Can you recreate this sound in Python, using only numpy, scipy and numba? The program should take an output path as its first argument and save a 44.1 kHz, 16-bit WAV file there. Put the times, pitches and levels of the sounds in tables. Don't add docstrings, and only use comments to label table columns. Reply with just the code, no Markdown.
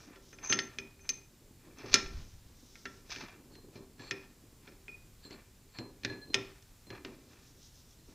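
import sys
import numpy as np
from scipy import signal
from scipy.fft import rfft, irfft, next_fast_len
from scipy.io import wavfile
from scipy.ndimage import uniform_filter1d
from numba import njit

SR = 44100
rng = np.random.default_rng(int(sys.argv[2]) if len(sys.argv) > 2 else 0)


def gain_from_db(level_db):
    decades = np.asarray(level_db, float) / 20
    return 10 ** decades


def to_wav(sig):
    pcm = np.clip(np.atleast_2d(sig), -1, 1) * 32767
    pcm = np.round(pcm).astype(np.int16)
    wavfile.write(sys.argv[1], SR, pcm.T)


N = 358974

# (time [s], crack level [dB], brightness [dB/octave], ring level [dB], frame level [dB])
BRACKET_KNOCKS = [(0.1581, -45.5, -6, -62.5, -55.5), (0.525, -7.5, -2.5, -37, -39.5),
                  (0.5893, -13.5, -2.5, -45, -52), (1.6704, -54, -6, -73, -53.5),
                  (1.785, -36, 10.5, -78.5, -67), (1.797, -50, 3, -83.5, -56.5),
                  (1.8345, -46, -21, -70, -40.5), (1.861, -42.5, 15, -83.5, -76),
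                  (1.906, -48.5, -2.5, -69.5, -54), (1.9411, 1.5, 4, -29.5, -34.5),
                  (1.9573, -13, 1, -36, -68), (2.755, -39.5, -6.5, -70, -62),
                  (2.8546, -23.5, -8, -49.5, -49.5), (3.0975, -38.5, -16.5, -81, -60.5),
                  (3.1603, -29.5, -5.5, -74, -51.5), (4.7211, -52, -5.5, -87, -57),
                  (6.3341, -36, -5, -57, -65), (6.6247, -45.5, 5, -85.5, -74),
                  (7.0485, -29, -5.5, -80, -43), (8.0803, -55, 2, -85, -57.5)]
# (time [s], crack level [dB], brightness [dB/octave], low ring level [dB], high ring level [dB])
GEAR_CLINKS = [(0.329, -41, -9.5, -66, -50), (0.386, -39, -8, -82, -55), (0.4987, -26.5, -10, -40, -19.5),
               (0.7856, -23, -2, -40.5, -49), (0.9931, -52, -11.5, -63, -73), (1.0914, -9, 9, -45, -26.5),
               (4.1097, -17.5, -1.5, -45, -61), (4.6764, -41, -9, -66, -88),
               (4.8816, -41, -9.5, -43, -81.5), (6.343, -7, 1.1, -38, -68)]
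# (time [s], crack level [dB], low ring level [dB], high ring level [dB], frame level [dB])
COLLAR_TAPS = [(3.5527, -43.5, -72.5, -60.5, -56), (3.756, -45, -71.5, -63, -45.5),
               (3.995, -41.5, -55, -72, -50), (5.2515, -55, -72, -49.5, -53),
               (5.3074, -38.5, -67, -62, -48), (5.7865, -31.5, -58, -47.5, -38),
               (6.0343, -32.5, -64, -46.5, -52), (6.0484, -16.5, -49.5, -53.5, -40),
               (6.099, -44.5, -45, -50, -41), (6.215, -55, -59, -54, -61), (6.275, -75, -85, -55, -70),
               (6.302, -75, -82, -50, -76), (6.868, -52, -74, -58, -55), (6.9032, -34, -55, -55.5, -42.5),
               (7.988, -69, -86.5, -69, -73.5)]
COLLAR_GRIP_TIMES = [5.372, 5.96, 6.258]
# (start [s], hold [s], level [dB], treble relative to it [dB])
METAL_SLIDES = [(0, 0.06, -57.5, -18), (0.13, 0.02, -60, -22), (0.429, 0.078, -48, -21),
                (0.686, 0.056, -59, -8), (1.052, 0.0093, -53, -15), (1.605, 0.096, -64.5, -4),
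                (1.794, 0.019, -52.5, -4), (1.83, 0.068, -50, -1), (1.923, .03, -42, 11.5),
                (3.111, 0.062, -49.5, 13), (3.174, .11, -49.5, -10), (3.75, .03, -63, 4),
                (4.0, .11, -56.5, -0.5), (4.636, 0.031, -62.5, -2), (5.252, .012, -60, -7.5),
                (5.316, 0.0062, -49, -15), (5.748, 0.029, -54.5, -16), (6.056, 0.076, -53.5, -3),
                (6.92, .012, -51, -14), (7.15, 0.24, -79, 15.5), (7.308, .14, -63, -5)]
# (start [s], hold [s], level [dB])
RIM_DRAGS = [(.455, 0.046, -43), (1.055, 0.0074, -58)]
# (start [s], hold [s], level [dB])
COLLAR_DRAGS = [(3.545, 0.004, -59), (4.03, .06, -56.5), (5.25, 0.01, -56), (5.31, 0.028, -50),
                (5.755, 0.052, -52)]
# (time [s], level [dB])
PALM_LEVELS = [(0.0, -60), (0.43, -62.5), (0.63, -51), (0.81, -67), (1.59, -65.5), (1.97, -57), (2.38, -71),
               (2.99, -66), (3.35, -59), (5.46, -76), (5.71, -69.5), (5.87, -71), (6.3, -54.5),
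               (6.6, -89.5), (6.89, -68.5), (7.03, -55.5), (7.73, -74.5), (8.14, -68.5)]
# (start [s], hold [s], level [dB])
SLEEVE_BRUSHES = [(0, 0.043, -58.5), (.26, 0.059, -61), (2.22, 0.1, -63), (2.6, 0.36, -61.5),
                  (7.3, 0.043, -67), (7.465, .012, -61.5), (7.62, 0.046, -59), (7.78, .012, -59.5),
                  (7.905, .012, -62.5), (8.1, .04, -63.5)]
# (time [s], level [dB])
AIR_LEVELS = [(1.9, -46), (1.974, -56), (2.166, -39.5), (2.272, -54.5), (2.55, -58.5)]

# (frequency [Hz], level [dB], decay by 60 dB [s])
GEAR_MODES = [(2440, 5, .05), (2449, -5, .3), (2484, -3, .34), (4145, -29, .28), (6207, -8, .22),
              (6240, 4, .06), (6268, -12, .26)]
# (frequency [Hz], level [dB], decay by 60 dB [s])
COLLAR_MODES = [(1701, 0, .5), (4153, 0, .38), (4350, -14, .02), (7480, -12, .12)]
# (frequency [Hz], level [dB], decay by 60 dB [s])
BRACKET_MODES = [(1352, 0, .27), (1388, -3, .2), (1795, -7, .2), (1914, -7, .12), (2985, -13, .2),
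                 (3425, -9, .25), (5090, -8, .06), (5276, 0, .17), (5300, -10, .4)]
# (frequency [Hz], level [dB], decay by 60 dB [s])
FRAME_MODES = [(114, -6, .35), (257, -7, .3), (305, -11, .15), (389, -5, .5), (435, -10, .1),
               (560, -14, .08)]
# (frequency [Hz], level [dB], decay by 60 dB [s])
CASTING_MODES = [(1840, 0, .04), (2080, -4, .03), (2400, -1, .04), (3430, -3, .03), (4480, -5, .025),
                 (5450, -4, .025), (6250, -1, .03)]

# (frequency [Hz], relative density [dB])
SLIDE_SPECTRUM = [(300, -18.5), (600, -3), (1200, -1.5), (2000, -5.5), (2600, 3.5), (3000, -13.5),
                  (3500, -5.5), (4500, -5.5), (6300, -4), (9000, -13.5)]
# (frequency [Hz], relative density [dB])
RUSTLE_SPECTRUM = [(1760, -33), (3000, -12), (3810, -7.5), (4620, -10), (5260, -3.5), (7120, -1.5),
                   (9000, -6.5), (11700, -42), (19800, -120)]
# (frequency [Hz], relative density [dB])
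RUMBLE_SPECTRUM = [(60, -19.5), (115, 2), (170, -2), (255, 5.5), (390, 0.5), (500, -6), (700, -14.5),
                   (1100, -16), (2500, -60.5)]
# (frequency [Hz], relative density [dB])
CRACK_SPECTRUM = [(300, -30), (1000, -17), (1800, 7.5), (4000, 4), (6500, 5), (10000, 3), (13000, -14),
                  (15500, -8)]
# (frequency [Hz], relative density [dB])
ROOM_SPECTRUM = [(12, -32.5), (20, 6.5), (47, 2), (122, 0), (185, -6), (393, -16.5), (439, -15.5),
                 (686, -20.5), (3170, -24), (5090, -22.5), (6540, -24), (7110, -20.5), (9130, -26.5),
                 (14300, -26.5), (15500, -29.5)]
# (frequency [Hz], relative density [dB])
SIDE_SPECTRUM = [(120, -31.5), (200, -2), (812, 1), (2250, -6), (6240, 0), (14400, 1), (15500, -17.5)]
# (frequency [Hz], relative density [dB])
TAIL_SPECTRUM = [(200, -9), (700, -1), (2000, 2.5), (5500, -7), (7500, -6.5), (12000, -17)]

SCRAPE_RISE_DB_S, SCRAPE_FALL_DB_S = 553.5, 190.5
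DRAG_RISE_DB_S, DRAG_FALL_DB_S = 340, 881
SLEEVE_RISE_DB_S, SLEEVE_FALL_DB_S = 171.5, 167.5
CHATTER_DB, CHATTER_FALL_DB_S = -13.5, 86.5
SPECK_DB = 1.8
BRACKET_HIGH_DB, BRACKET_SPAN_OCT = 2.5, 1.6
TAP_BRIGHT_DB_OCT = -4.5
CLINK_FRAME_DB, CLINK_FRAME_SLOPE, CLINK_FRAME_DULL_OCT = -24.5, 1.172, 1.74
CRACK_RISE_S = 0.0007
GEAR_SEATED_S = 1.5
GRIP_DB, COLLAR_FREE_DB = -45, -62
TAIL_DB, TAIL_T60_S = -18, 0.39
ROOM_DB, SIDE_DB = -60, -77.5
MIC_HZ, MIC_DROP_DB, TOP_HZ = 6605, 23, 15300


def colour(x, points):
    hz, db = np.transpose(points)
    size = next_fast_len(len(x))
    f = np.maximum(np.arange(size // 2 + 1) * SR / size, 1)
    gain = gain_from_db(np.interp(np.log(f), np.log(hz), db))
    y = irfft(rfft(x, size) * gain, size)[:len(x)]
    return y / np.sqrt(np.mean(y ** 2))


def tilted(points, db_per_octave, pivot_hz):
    return [(hz, db + db_per_octave * np.log2(hz / pivot_hz)) for hz, db in points]


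def curve(rows):
    s, db = np.transpose(rows)
    return gain_from_db(np.interp(np.arange(N) / SR, s, db, left=-200, right=-200))


def walk(rate):
    k = int(SR / rate)
    held = np.repeat(rng.standard_normal(N // k + 1), k)
    return uniform_filter1d(held, k)[:N]


def grit(spread_db):
    x = rng.standard_normal(N) * gain_from_db(spread_db * walk(300) + spread_db * walk(40))
    return x / np.sqrt(np.mean(x ** 2))


def swells(rows, rise_db_s, fall_db_s):
    t = np.arange(N) / SR
    power = np.zeros(N)
    for s, hold, db in rows:
        rise = rise_db_s * np.maximum(s - t, 0)
        fall = fall_db_s * np.maximum(t - s - hold, 0)
        power += gain_from_db(2 * (db - rise - fall))
    return np.sqrt(power)


def bursts(hits, points, pivot_hz, t60, rise):
    t = np.arange(int(SR * t60)) / SR
    out = np.zeros(N + len(t))
    for s, db, bright in hits:
        puff = colour(rng.standard_normal(len(t)), tilted(points, bright, pivot_hz))
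        envelope = gain_from_db(db - 60 * t / t60) * (1 - np.exp(-t / rise))
        out[int(s * SR):][:len(t)] += envelope * puff
    return out[:N]


@njit
def ring(poles, at, kicks, keep, rub, rub_gain):
    out = np.zeros(len(rub))
    for m in range(len(poles)):
        z, e = 0j, 0
        for i in range(len(rub)):
            while e < len(at) and at[e] <= i:
                z, e = z * keep[e] + kicks[e, m], e + 1
            z = z * poles[m] + rub_gain[m] * rub[i] + 1e-18
            out[i] += z.imag
    return out


def body(modes, hits, scatter_db, grip_db, rub, rub_db):
    hz, mode_db, t60 = np.transpose(modes)
    decay = np.log(1000) / (np.maximum(t60, .01) * SR)
    poles = np.exp(2j * np.pi * hz / SR - decay)
    hits = sorted(hits, key=lambda h: h[0])
    chance = rng.standard_normal((len(hits), len(hz)))
    db = np.array([mode_db + h[2] for h in hits]) + scatter_db * chance
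    kicks = gain_from_db(db) * (-1.) ** np.arange(len(hz))
    keep = np.array([1 / (1 + gain_from_db(h[1] - grip_db)) for h in hits])
    at = np.array([int(h[0] * SR) for h in hits])
    rub_gain = gain_from_db(mode_db + rub_db) * np.sqrt(2 * (1 - abs(poles) ** 2))
    return ring(poles, at, kicks, keep, rub, rub_gain)


def part(modes, own, others, rub, rub_db, split_hz, grip_db, flutter_db):
    high = np.array(modes)[:, 0] > split_hz
    hits = [(s, p, np.where(high, hi, lo)) for s, p, _, lo, hi, _ in own] + others
    return body(modes, hits, 1.0, grip_db, rub, rub_db) * gain_from_db(flutter_db * walk(45))


def contacts():
    clinks = [(s, p, b, lo, hi, CLINK_FRAME_DB + CLINK_FRAME_SLOPE * p - CLINK_FRAME_DULL_OCT * b)
              for s, p, b, lo, hi in GEAR_CLINKS]
    knocks = [(s, p, b, r, r + BRACKET_HIGH_DB + BRACKET_SPAN_OCT * b, f) for s, p, b, r, f in BRACKET_KNOCKS]
    taps = [(s, p, TAP_BRIGHT_DB_OCT, lo, hi, f) for s, p, lo, hi, f in COLLAR_TAPS]
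    return clinks, knocks, taps


def steady_noise():
    floor = colour(rng.standard_normal(N), ROOM_SPECTRUM) * gain_from_db(ROOM_DB + 0.62 * walk(2.124))
    side = gain_from_db(SIDE_DB) * colour(rng.standard_normal(N), SIDE_SPECTRUM)
    return floor + side * np.array([[1], [-1]])


def scraping(blows):
    chatter = swells([(s + 0.0052, 0, f + CHATTER_DB) for s, *_, f in blows], 3000, CHATTER_FALL_DB_S)
    dull_rows = [(s, hold, db) for s, hold, db, _ in METAL_SLIDES]
    bright_rows = [(s, hold, db + up) for s, hold, db, up in METAL_SLIDES]
    dull = swells(dull_rows, SCRAPE_RISE_DB_S, SCRAPE_FALL_DB_S)
    bright = swells(bright_rows, SCRAPE_RISE_DB_S, SCRAPE_FALL_DB_S)
    specks = gain_from_db(SPECK_DB * rng.exponential(size=N))
    noise = colour(grit(3.4) * specks, SLIDE_SPECTRUM)
    low = signal.sosfilt(signal.butter(4, 3200, fs=SR, output="sos"), noise)
    high = signal.sosfilt(signal.butter(4, 3200, "high", fs=SR, output="sos"), noise)
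    return np.hypot(dull, chatter) * low + np.hypot(bright, chatter) * high * gain_from_db(-2.5)


def sleeve_rustle():
    return swells(SLEEVE_BRUSHES, SLEEVE_RISE_DB_S, SLEEVE_FALL_DB_S) * colour(grit(1.5), RUSTLE_SPECTRUM)


def palm_rumble():
    return curve(PALM_LEVELS) * colour(grit(4.1), RUMBLE_SPECTRUM) * gain_from_db(0.5)


def frame_ring(clinks, knocks, taps):
    rub = curve(PALM_LEVELS) * grit(2.5)
    octaves = np.log2(np.array(FRAME_MODES)[:, 0] / 280)
    hits = [(s, p, f + 4 * octaves) for s, p, *_, f in clinks + knocks]
    hits += [(s, p, f - 3 * octaves) for s, p, *_, f in taps]
    return body(FRAME_MODES, hits, 2.3, 8.5, rub, -9.5) * gain_from_db(-2.0 + 2.5 * walk(30))


def casting_ring(clinks, knocks, taps, slide):
    octaves = np.log2(np.array(CASTING_MODES)[:, 0] / 3000)
    hits = [(s, p, p - 22 + b * octaves) for s, p, b, *_ in knocks + taps]
    hits += [(s, p, p - 26 + b * octaves) for s, p, b, *_ in clinks]
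    return body(CASTING_MODES, hits, 3.0, 0, slide, -20.5)


def bracket_ring(clinks, knocks, slide):
    passed_on = [(s, p, f - 8) for s, p, *_, f in clinks]
    return part(BRACKET_MODES, knocks, passed_on, slide, -36.5, 4000, -29.0, 2.5)


def impact_crack(blows):
    snaps = [(s, p - 5, b) for s, p, b, *_ in blows]
    cracks = [(s, p - 10, b) for s, p, b, *_ in blows]
    snap = bursts(snaps, CRACK_SPECTRUM, 3000, 0.012, CRACK_RISE_S / 2)
    return snap + bursts(cracks, CRACK_SPECTRUM, 3000, 0.037, CRACK_RISE_S)


def impact_thud(blows):
    return bursts([(s, f - 3, 1.5) for s, *_, f in blows], RUMBLE_SPECTRUM, 280, 0.41, 0.0013)


def gear_ring(clinks, knocks):
    rub = swells(RIM_DRAGS, DRAG_RISE_DB_S, DRAG_FALL_DB_S) * grit(6.2)
    rim_modes = np.array(GEAR_MODES)[:, 0] > 5000
    jolts = [(s, p, np.where(rim_modes, p - 17, p - 40)) for s, p, *_ in knocks if s < GEAR_SEATED_S]
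    return part(GEAR_MODES, clinks, jolts, rub, np.where(rim_modes, 1.5, -22), 3000, -48.5, 4.5)


def collar_ring(clinks, taps):
    rub = swells(COLLAR_DRAGS, DRAG_RISE_DB_S, DRAG_FALL_DB_S) * grit(3.0)
    rub_db = np.array([-17, -10.5, 7.5, 13])
    dampers = [(s, p, -120) for s, p, *_ in clinks]
    dampers += [(s, GRIP_DB, -120) for s in COLLAR_GRIP_TIMES]
    return part(COLLAR_MODES, taps, dampers, rub, rub_db, 3000, COLLAR_FREE_DB, 3.5)


def metal():
    clinks, knocks, taps = contacts()
    blows = clinks + knocks + taps
    slide = scraping(clinks + knocks)
    frame = frame_ring(clinks, knocks, taps)
    casting = casting_ring(clinks, knocks, taps, slide)
    bracket = bracket_ring(clinks, knocks, slide)
    gear = gear_ring(clinks, knocks)
    collar = collar_ring(clinks, taps)
    impacts = impact_crack(blows) + impact_thud(blows)
    return impacts + casting + gear + bracket + collar + frame + slide * gain_from_db(-2.5)


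def air_buffet():
    spectrum = [(15, -8.0), (40, -5), (80, -8.0), (150, -19.5), (400, -40.5)]
    return curve(AIR_LEVELS) * colour(grit(2.8), spectrum)


def shop(x):
    t = np.arange(SR // 2) / SR
    envelope = gain_from_db(-60 * t / TAIL_T60_S) * (1 - np.exp(-t / .004))
    tail = colour(rng.standard_normal(len(t)), TAIL_SPECTRUM) * envelope
    tail /= np.sqrt(np.sum(tail ** 2))
    return x + gain_from_db(TAIL_DB) * signal.fftconvolve(x, tail)[:N]


def scene():
    hands = sleeve_rustle() + palm_rumble() + air_buffet()
    return np.tile(shop(metal()) + hands, (2, 1))


def top_cut(x):
    return signal.sosfilt(signal.butter(12, 16290, fs=SR, output="sos"), x)


def record(dry):
    low_pass = signal.butter(8, MIC_HZ, fs=SR, output="sos")
    leak = gain_from_db(-MIC_DROP_DB)
    housed = leak * dry + (1 - leak) * signal.sosfiltfilt(low_pass, dry)
    band_limit = signal.ellip(8, .2, 70, TOP_HZ, fs=SR, output="sos")
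    mix = signal.sosfilt(band_limit, housed + steady_noise())
    return top_cut(mix)


dry = scene()
out = record(dry)
to_wav(out)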